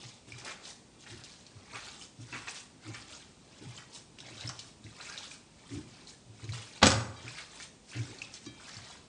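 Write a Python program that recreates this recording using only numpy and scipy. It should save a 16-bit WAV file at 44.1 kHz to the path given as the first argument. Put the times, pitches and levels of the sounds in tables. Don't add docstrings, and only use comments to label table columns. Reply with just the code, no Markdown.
import sys
import numpy as np
from scipy import signal
from scipy.fft import rfft, irfft, next_fast_len
from scipy.io import wavfile
from scipy.ndimage import uniform_filter1d

SR = 44100
rng = np.random.default_rng(int(sys.argv[2]) if len(sys.argv) > 2 else 0)


def bounce(signal):
    frames = np.transpose(np.atleast_2d(signal))
    limited = np.clip(frames, -1, 1)
    pcm = np.round(limited * 32767).astype(np.int16)
    wavfile.write(sys.argv[1], SR, pcm)


N = 400412
TIME_S = np.arange(N) / SR
CONTROL_S = TIME_S[::100]

ROOM_SPECTRUM = [(25, -20.5), (50, -3), (110, -2.5), (220, -1), (600, -12.5), (900, -15), (1400, -23),
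                 (3500, -21), (9000, -22.5), (10000, -39)]
ROOM_DECAY = [(100, 0.73), (400, 0.6), (1050, 0.69), (1900, 0.55), (3500, 0.43), (6000, 0.47), (10000, 0.5)]
BOWL_PUSHES = [(0.056, 0.013, -47.5, -68), (0.289, .02, -56, -54.5), (.34, .02, -47.5, -60.5),
               (.42, .02, -54.5, -67), (1.149, 0.06, -44.5, -51.5), (1.564, 0.016, -52, -58),
               (1.749, 0.036, -55.5, -57), (2.197, 0.012, -41, -49), (2.35, 0.039, -51, -47),
               (2.895, .045, -43, -45.5), (3.628, 0.026, -52, -47), (3.673, 0.028, -41, -68),
               (4.218, .015, -55, -58.5), (4.32, 0.018, -57, -52.5), (4.37, .02, -53, -68),
               (4.454, 0.013, -36.5, -48.5), (4.852, 0.011, -47, -51), (5.738, 0.035, -38.5, -40.5),
               (5.785, 0.041, -37.5, -41), (6.301, 0.051, -52, -65), (6.44, .014, -43.5, -48),
               (6.498, 0.0248, -36.5, -58), (6.554, .016, -42.5, -60), (6.875, 0.024, -20.5, -33.5),
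               (6.955, .027, -27, -53), (7.057, .013, -54, -61), (7.252, 0.016, -45, -52),
               (7.968, 0.019, -37, -43), (8.005, 0.016, -35, -45), (8.111, 0.031, -51, -49),
               (8.468, 0.0062, -49, -42.5), (8.771, 0.015, -47, -59)]
COUNTER_MODES = [(88.4, -5, 0.71), (116.6, -3, .4), (201, 0.5, 0.3), (223.4, -3, 0.23), (258.4, 1, 0.2),
                 (499, -1, 0.2), (541, -3, 0.44), (754, -3, 0.31), (1230, -9.5, 0.55), (1340, -3, 0.19),
                 (1424, -11, 0.18)]
GLASS_MODES = [(1157, -4.5, 0.13), (1720, -9, 0.35), (2340, -9, 1), (3200, -6, 0.62), (3840, 1, 0.2),
               (4690, 0, 0.15), (5800, -5, 0.097)]
BOWL_CLINKS = [(7.159, -51, 0.008), (8.463, -49, .0004)]
LUMP_LANDING = (6.828, -23)
SLAP_FLAPS = [(6.817, -28.5, 0.021, 0.04), (6.826, -16.5, 0.0074, 0), (6.829, -10, 0.0066, 0.09),
              (6.846, -25, 0.023, 0.54), (6.857, -20, 0.0055, 0.7), (6.867, -10, 0.0045, 0.58),
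              (6.882, -37, .012, 0.7), (6.903, -20, 0.0019, 0.6), (6.917, -20.5, 0.0027, 0.4)]
SMACK_SPECTRUM = [(25, -39), (90, -15.5), (150, -9), (225, 3.5), (380, -10), (520, 0.5), (680, -8),
                  (830, -2), (1050, -4.5), (1450, -2), (2200, -9.5), (3800, -5.5), (9000, -40.5)]
SPRAY_SPECTRUM = [(60, -43), (300, -9), (1500, -8), (3500, -2), (5500, 2.5), (8000, -4), (10000, -22)]
AIR_SQUIRTS = [(.448, -39, 0.0053, 5530), (0.455, -44.5, 0.081, 1590), (0.461, -44.5, 0.027, 430),
               (0.645, -50.5, 0.059, 4250), (1.064, -49.5, 0.015, 1730), (1.242, -48, 0.017, 5000),
               (1.754, -46.5, 0.026, 1500), (2.327, -37.5, 0.048, 1570), (2.472, -38, 0.015, 1310),
               (2.482, -36.5, 0.0033, 2400), (2.507, -45, 0.011, 7500), (2.558, -45.5, 0.029, 3850),
               (2.943, -43.5, 0.033, 1770), (3.776, -52, 0.058, 1270), (4.399, -47, 0.04, 3600),
               (4.492, -40.5, 0.018, 970), (4.591, -32.5, 0.0058, 4230), (4.999, -46, .011, 1090),
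               (5.183, -41.5, 0.0092, 4070), (6.078, -51.5, 0.038, 5160), (6.527, -47, 0.037, 4200),
               (7.378, -44.5, .04, 1890), (7.604, -42.5, 0.0069, 2300), (7.931, -45, 0.036, 2070),
               (8.676, -51, .025, 1500)]
POCKET_POPS = [(0.321, -36.5, 2340, 8.8), (.654, -34, 4170, 1.6), (1.065, -45, 1660, 2.9),
               (1.107, -44, 1920, 1.1), (1.238, -36.5, 4640, 1), (1.466, -40, 4200, 1.5),
               (2.014, -40.5, 2960, 6), (2.325, -39.5, 2630, 48), (2.4845, -31, 2470, 4),
               (3.125, -41, 3620, 2), (3.776, -40, 3040, 5.4), (4.187, -35, 2820, 0.76),
               (4.204, -35.5, 3640, 2.6), (4.38, -39, 3870, 6), (4.41, -35, 3830, 6),
               (4.475, -31.5, 5200, 10), (4.492, -24, 5500, 1.3), (4.842, -44.5, 3800, 3),
               (5.011, -37.5, 4120, 5), (5.065, -46, 2600, 1.6), (5.098, -36, 6150, 4),
               (5.177, -30.5, 3740, 4.3), (5.232, -33.5, 3440, 2), (5.314, -39.5, 2430, 6.2),
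               (6.072, -40, 4130, 4.8), (6.442, -41, 4100, 2.6), (6.492, -36, 2150, 1.4),
               (6.522, -35, 3980, 5), (6.623, -40, 2650, 1.3), (7.28, -33.5, 2360, 4.2),
               (7.385, -39, 1820, 1.2), (7.601, -35, 1840, 0.67), (8.187, -40, 4200, 4.3),
               (8.218, -29, 2560, 4.2), (8.34, -32, 5330, 3), (8.743, -40, 5300, 5),
               (8.768, -37.5, 4430, 5)]
LARGE_SPECTRUM = [(100, -31.5), (250, 8.5), (480, -5.5), (700, -2.5), (1200, -1), (1800, -2), (2600, -1.5),
                  (3500, -18.5), (6000, -21)]
FINE_SPECTRUM = [(300, -51), (1200, -13), (2400, -9.5), (3400, -2), (5000, -3.5), (7000, -7), (8500, -10.5),
                 (10000, -20)]
FIZZ_SPECTRUM = [(3000, -24), (5500, -0.5), (7500, -1), (9000, -2.5), (10000, -23)]
MEAT_PEELS = [(.695, -51.5), (2.025, -50.5), (2.22, -55.5), (2.57, -45.5), (3.958, -47.5), (4.6, -54),
              (4.68, -56), (5.325, -50.5), (5.765, -53), (6.1, -53.5), (7.63, -48), (7.91, -52),
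              (8.355, -50), (8.463, -57)]
HAND_SQUEEZES = [(.045, 0.14, 0.083, -55, -50), (.3, 0.033, 0.07, -56, -56.5), (.39, .04, 0.089, -51, -53),
                 (.49, 0.05, 0.044, -44, -44.5), (.685, 0.059, 0.04, -52.5, -50),
                 (1.11, .11, 0.21, -55, -54), (1.27, .022, 0.18, -61, -57), (1.68, 0.17, 0.075, -59, -61),
                 (1.757, 0.044, 0.052, -42, -48), (1.89, 0.12, 0.078, -51.5, -49),
                 (2.36, 0.079, 0.15, -50, -50), (2.495, 0.029, 0.023, -45.5, -45),
                 (2.89, 0.053, 0.03, -47, -51.5), (2.96, 0.031, 0.075, -53.5, -49),
                 (3.12, 0.052, 0.11, -53, -49.5), (3.6, 0.15, 0.14, -59, -60.5),
                 (3.77, 0.16, 0.064, -55, -53.5), (4.29, 0.088, 0.15, -51, -53.5),
                 (4.44, 0.063, 0.088, -48.5, -51), (4.87, 0.041, 0.18, -59, -59),
                 (5.08, 0.11, 0.15, -46.5, -48.5), (5.25, 0.091, 0.047, -57, -48.5),
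                 (5.75, 0.15, 0.056, -56, -56), (6.02, 0.21, 0.11, -58.5, -59.5),
                 (6.44, 0.088, 0.13, -55.5, -57), (6.545, 0.02, 0.073, -46, -45.5),
                 (6.77, 0.19, 0.063, -56, -52.5), (7.27, 0.11, .05, -51, -53.5),
                 (7.39, 0.15, 0.087, -50.5, -48.5), (7.55, 0.037, 0.069, -54.5, -50),
                 (7.96, 0.043, 0.3, -50.5, -51.5), (8.24, .015, 0.025, -54.5, -51.5),
                 (8.69, 0.12, 0.18, -51.5, -51), (8.92, 0.14, 0.073, -53.5, -53.5)]


def amp(db):
    return 10 ** (np.asarray(db) / 20)


def unit(x):
    return x / np.sqrt(np.mean(x ** 2) + 1e-20)


def lookup(points, hz):
    table_hz, value = np.transpose(points)
    return np.interp(np.log(hz + 1), np.log(table_hz), value)


def add(mix, at_s, sound):
    part = mix[max(round(at_s * SR), 0):][:len(sound)]
    part += sound[:len(part)]


def colour(x, spectrum):
    size = next_fast_len(len(x), real=True)
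    gain = amp(lookup(spectrum, np.fft.rfftfreq(size, 1 / SR)))
    return unit(irfft(rfft(x, size) * gain, size)[:len(x)])


def low_cut(x, hz):
    return signal.sosfilt(signal.butter(2, hz, "highpass", fs=SR, output="sos"), x)


def drift(rate_hz, size):
    padded = next_fast_len(size, real=True)
    hz = np.fft.rfftfreq(padded, 1 / SR)
    low_pass = np.exp(-np.minimum(hz / rate_hz, 10) ** 2)
    return unit(irfft(rfft(rng.standard_normal(padded)) * low_pass, padded)[:size])


def room_tone(level_db=-58.5):
    return amp(level_db) * colour(rng.standard_normal(N), ROOM_SPECTRUM)


def echoes(near_gain=3.74, near_s=0.0055):
    t = TIME_S[:SR]
    taps = rng.choice([-1., 1.], SR) * (rng.random(SR) < 0.08) * (t > 0.002)
    taps *= 1 + near_gain * np.exp(-t / near_s)
    hz, frame_s, bands = signal.stft(taps, SR, nperseg=256)
    decay = amp(-60 * frame_s / lookup(ROOM_DECAY, hz)[:, None])
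    tail = signal.istft(bands * decay, SR, nperseg=256)[1]
    return tail / np.linalg.norm(tail)


def kitchen(x, spots=3):
    weights = np.array([drift(rate_hz=12, size=N) for _ in range(spots)])
    weights /= np.linalg.norm(weights, axis=0)
    return sum(signal.fftconvolve(x * weight, echoes())[:N] for weight in weights)


def pushes(boom_hz=116.5, boom_s=0.04, knock_hz=282.8, knock_s=0.035, size=16384):
    out, t = np.zeros(N), TIME_S[:size]
    for peak_s, rise_s, boom_db, knock_db in BOWL_PUSHES:
        age_s = t - 2 * rise_s
        swell = np.exp(-2 * (np.minimum(age_s, 0) / rise_s) ** 2)
        boom = (boom_hz, boom_db, boom_s, 0.11)
        knock = (knock_hz, knock_db, knock_s, 0.214)
        for hz, db, decay_s, wander in (boom, knock):
            turns = np.cumsum(hz * (1 + wander * drift(hz / 2, size))) / SR
            envelope = swell * np.exp(-np.maximum(age_s, 0) / decay_s)
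            add(out, peak_s - 2 * rise_s, amp(db + 1.5) * envelope * np.sin(2 * np.pi * turns))
    return out


def ring(modes, contact_s):
    t = TIME_S[:SR]
    sines = sum((-1) ** k * amp(db - 60 * t / t60_s) * np.sin(2 * np.pi * hz * t)
                for k, (hz, db, t60_s) in enumerate(modes))
    return sines * (1 - np.exp(-t / contact_s))


def bowl(thump_db=-23, thump_s=0.005, tick_s=0.003):
    out, t = np.zeros(N), TIME_S[:SR]
    landing_s, landing_db = LUMP_LANDING
    age = t / thump_s
    thump = np.e * age * (1 - age / 2) * np.exp(-age)
    add(out, landing_s, amp(thump_db) * thump)
    add(out, landing_s, amp(landing_db) * ring(COUNTER_MODES, contact_s=0.002))
    for at_s, db, contact_s in BOWL_CLINKS:
        tick = colour(rng.standard_normal(SR), SPRAY_SPECTRUM) * np.exp(-t / tick_s)
        tick *= amp(6) * np.exp(-contact_s / tick_s)
        add(out, at_s, amp(db) * (ring(GLASS_MODES, contact_s) + tick))
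    return out


def slap(rise_s=0.00062, size=8192):
    out, t = np.zeros(N), TIME_S[:size]
    for at_s, db, decay_s, spray_share in SLAP_FLAPS:
        smack = colour(rng.standard_normal(size), SMACK_SPECTRUM)
        spray = colour(rng.standard_normal(size), SPRAY_SPECTRUM)
        burst = np.sqrt(1 - spray_share) * smack + np.sqrt(spray_share) * spray
        envelope = (1 - np.exp(-t / rise_s)) ** 2 * np.exp(-t / decay_s)
        add(out, at_s, amp(db - 3) * burst * envelope / envelope.max())
    return low_cut(out, hz=111)


def squirts(half_width_oct=0.69, splutter=0.26, rise_s=0.00038, size=8192):
    out, t = np.zeros(N), TIME_S[:size]
    hz = np.fft.rfftfreq(size, 1 / SR)
    for at_s, db, length_s, centre_hz in AIR_SQUIRTS:
        air = rng.standard_normal(size) * np.exp(splutter * drift(290, size))
        gap_gain = (1 + (np.log2((hz + 1) / centre_hz) / half_width_oct) ** 4) ** -0.85
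        envelope = (1 - np.exp(-t / rise_s)) * np.exp(-(t / length_s) ** 4)
        add(out, at_s, amp(db - 4.5) * unit(irfft(rfft(air) * gap_gain)) * envelope)
    return out


def bubble(hz, decay_cycles, rise_cycles=1.53, glide=0.017):
    turns = hz * TIME_S[:2048]
    age = turns / decay_cycles
    envelope = np.exp(-age) * (1 - np.exp(-turns / rise_cycles))
    tone = envelope * np.sin(2 * np.pi * turns * (1 + glide * np.tanh(age / 2)))
    return tone / abs(tone).max()


def pops(snap_gain=0.21, snap_s=0.0068):
    out = np.zeros(N)
    for at_s, db, hz, decay_cycles in POCKET_POPS:
        tone = bubble(hz, decay_cycles)
        snap = colour(rng.standard_normal(len(tone)), SPRAY_SPECTRUM)
        snap *= np.exp(-TIME_S[:len(tone)] / snap_s)
        add(out, at_s, amp(db) * (tone + snap_gain * snap))
    return out


def pockets(spectrum, lo_hz, hi_hz, per_s, spread_db, decay_cycles, clump_db, sizes=20):
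    out, candidates = np.zeros(N), 4000
    burst_chance = per_s * N / SR / sizes / candidates
    for hz in np.geomspace(lo_hz, hi_hz, sizes):
        place, rarity, draw = rng.random((3, candidates))
        level_db = spread_db * np.minimum(-np.log(rarity), 3.5)
        clicks = np.zeros(N)
        clicks[(place * N).astype(int)] = amp(level_db) * (draw < burst_chance)
        out += signal.oaconvolve(clicks, bubble(hz, decay_cycles) * hz)[:N]
    out = colour(out, spectrum)
    out /= np.sqrt(abs(uniform_filter1d(out ** 2, size=5000)) + 1e-6)
    return unit(out * amp(clump_db * drift(rate_hz=45, size=N)))


def grip(peak_s, rise_s, fall_s):
    age_s = CONTROL_S - peak_s
    return np.exp(-np.where(age_s < 0, abs(age_s / rise_s) ** 1.8, abs(age_s / fall_s) ** 1.26))


def activity(strokes, rest_db):
    power = sum((amp(db) * grip(peak_s, rise_s, fall_s)) ** 2 for peak_s, rise_s, fall_s, db in strokes)
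    return np.interp(TIME_S, CONTROL_S, np.sqrt(amp(rest_db) ** 2 + power))


def mince(peel_rise_s=0.04, peel_fall_s=0.04):
    peels = [(at_s, peel_rise_s, peel_fall_s, db) for at_s, db in MEAT_PEELS]
    strokes = HAND_SQUEEZES + [(*timing, db - 7, db - 1.5) for *timing, db in peels]
    peak_s, rise_s, fall_s, large_db, fine_db = np.transpose(strokes)
    large = pockets(LARGE_SPECTRUM, 397, 3690, per_s=1200, spread_db=4, decay_cycles=2.67, clump_db=1.5)
    fine = pockets(FINE_SPECTRUM, 2260, 10720, per_s=1900, spread_db=3.5, decay_cycles=2.2, clump_db=1.5)
    fizz = pockets(FIZZ_SPECTRUM, 5100, 10900, per_s=2000, spread_db=0.5, decay_cycles=1.1,
                   clump_db=4.3, sizes=6)
    large *= activity(zip(peak_s, rise_s, fall_s, large_db), rest_db=-75.5)
    fine *= activity(zip(peak_s, rise_s, fall_s, fine_db), rest_db=-75)
    fizz *= activity(peels, rest_db=-87)
    return amp(-5) * large + amp(-3) * fine + amp(-8) * fizz


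def scene():
    squelch = mince() + squirts()
    bursts, smack, thuds, ringing = pops(), slap(), pushes(), bowl()
    direct = squelch + bursts + smack + thuds + ringing
    send = amp(-0.5) * squelch + amp(-3) * bursts + amp(-2) * smack
    send += amp(-10) * thuds + amp(-13) * ringing
    return (direct + kitchen(send) + room_tone())[None]


def record(dry, low_hz=38, high_hz=10150):
    low_pass = signal.firwin(401, high_hz, window=("kaiser", 8), fs=SR)
    return signal.oaconvolve(low_cut(dry, low_hz), low_pass[None], "same")


dry = scene()
out = record(dry)
bounce(out)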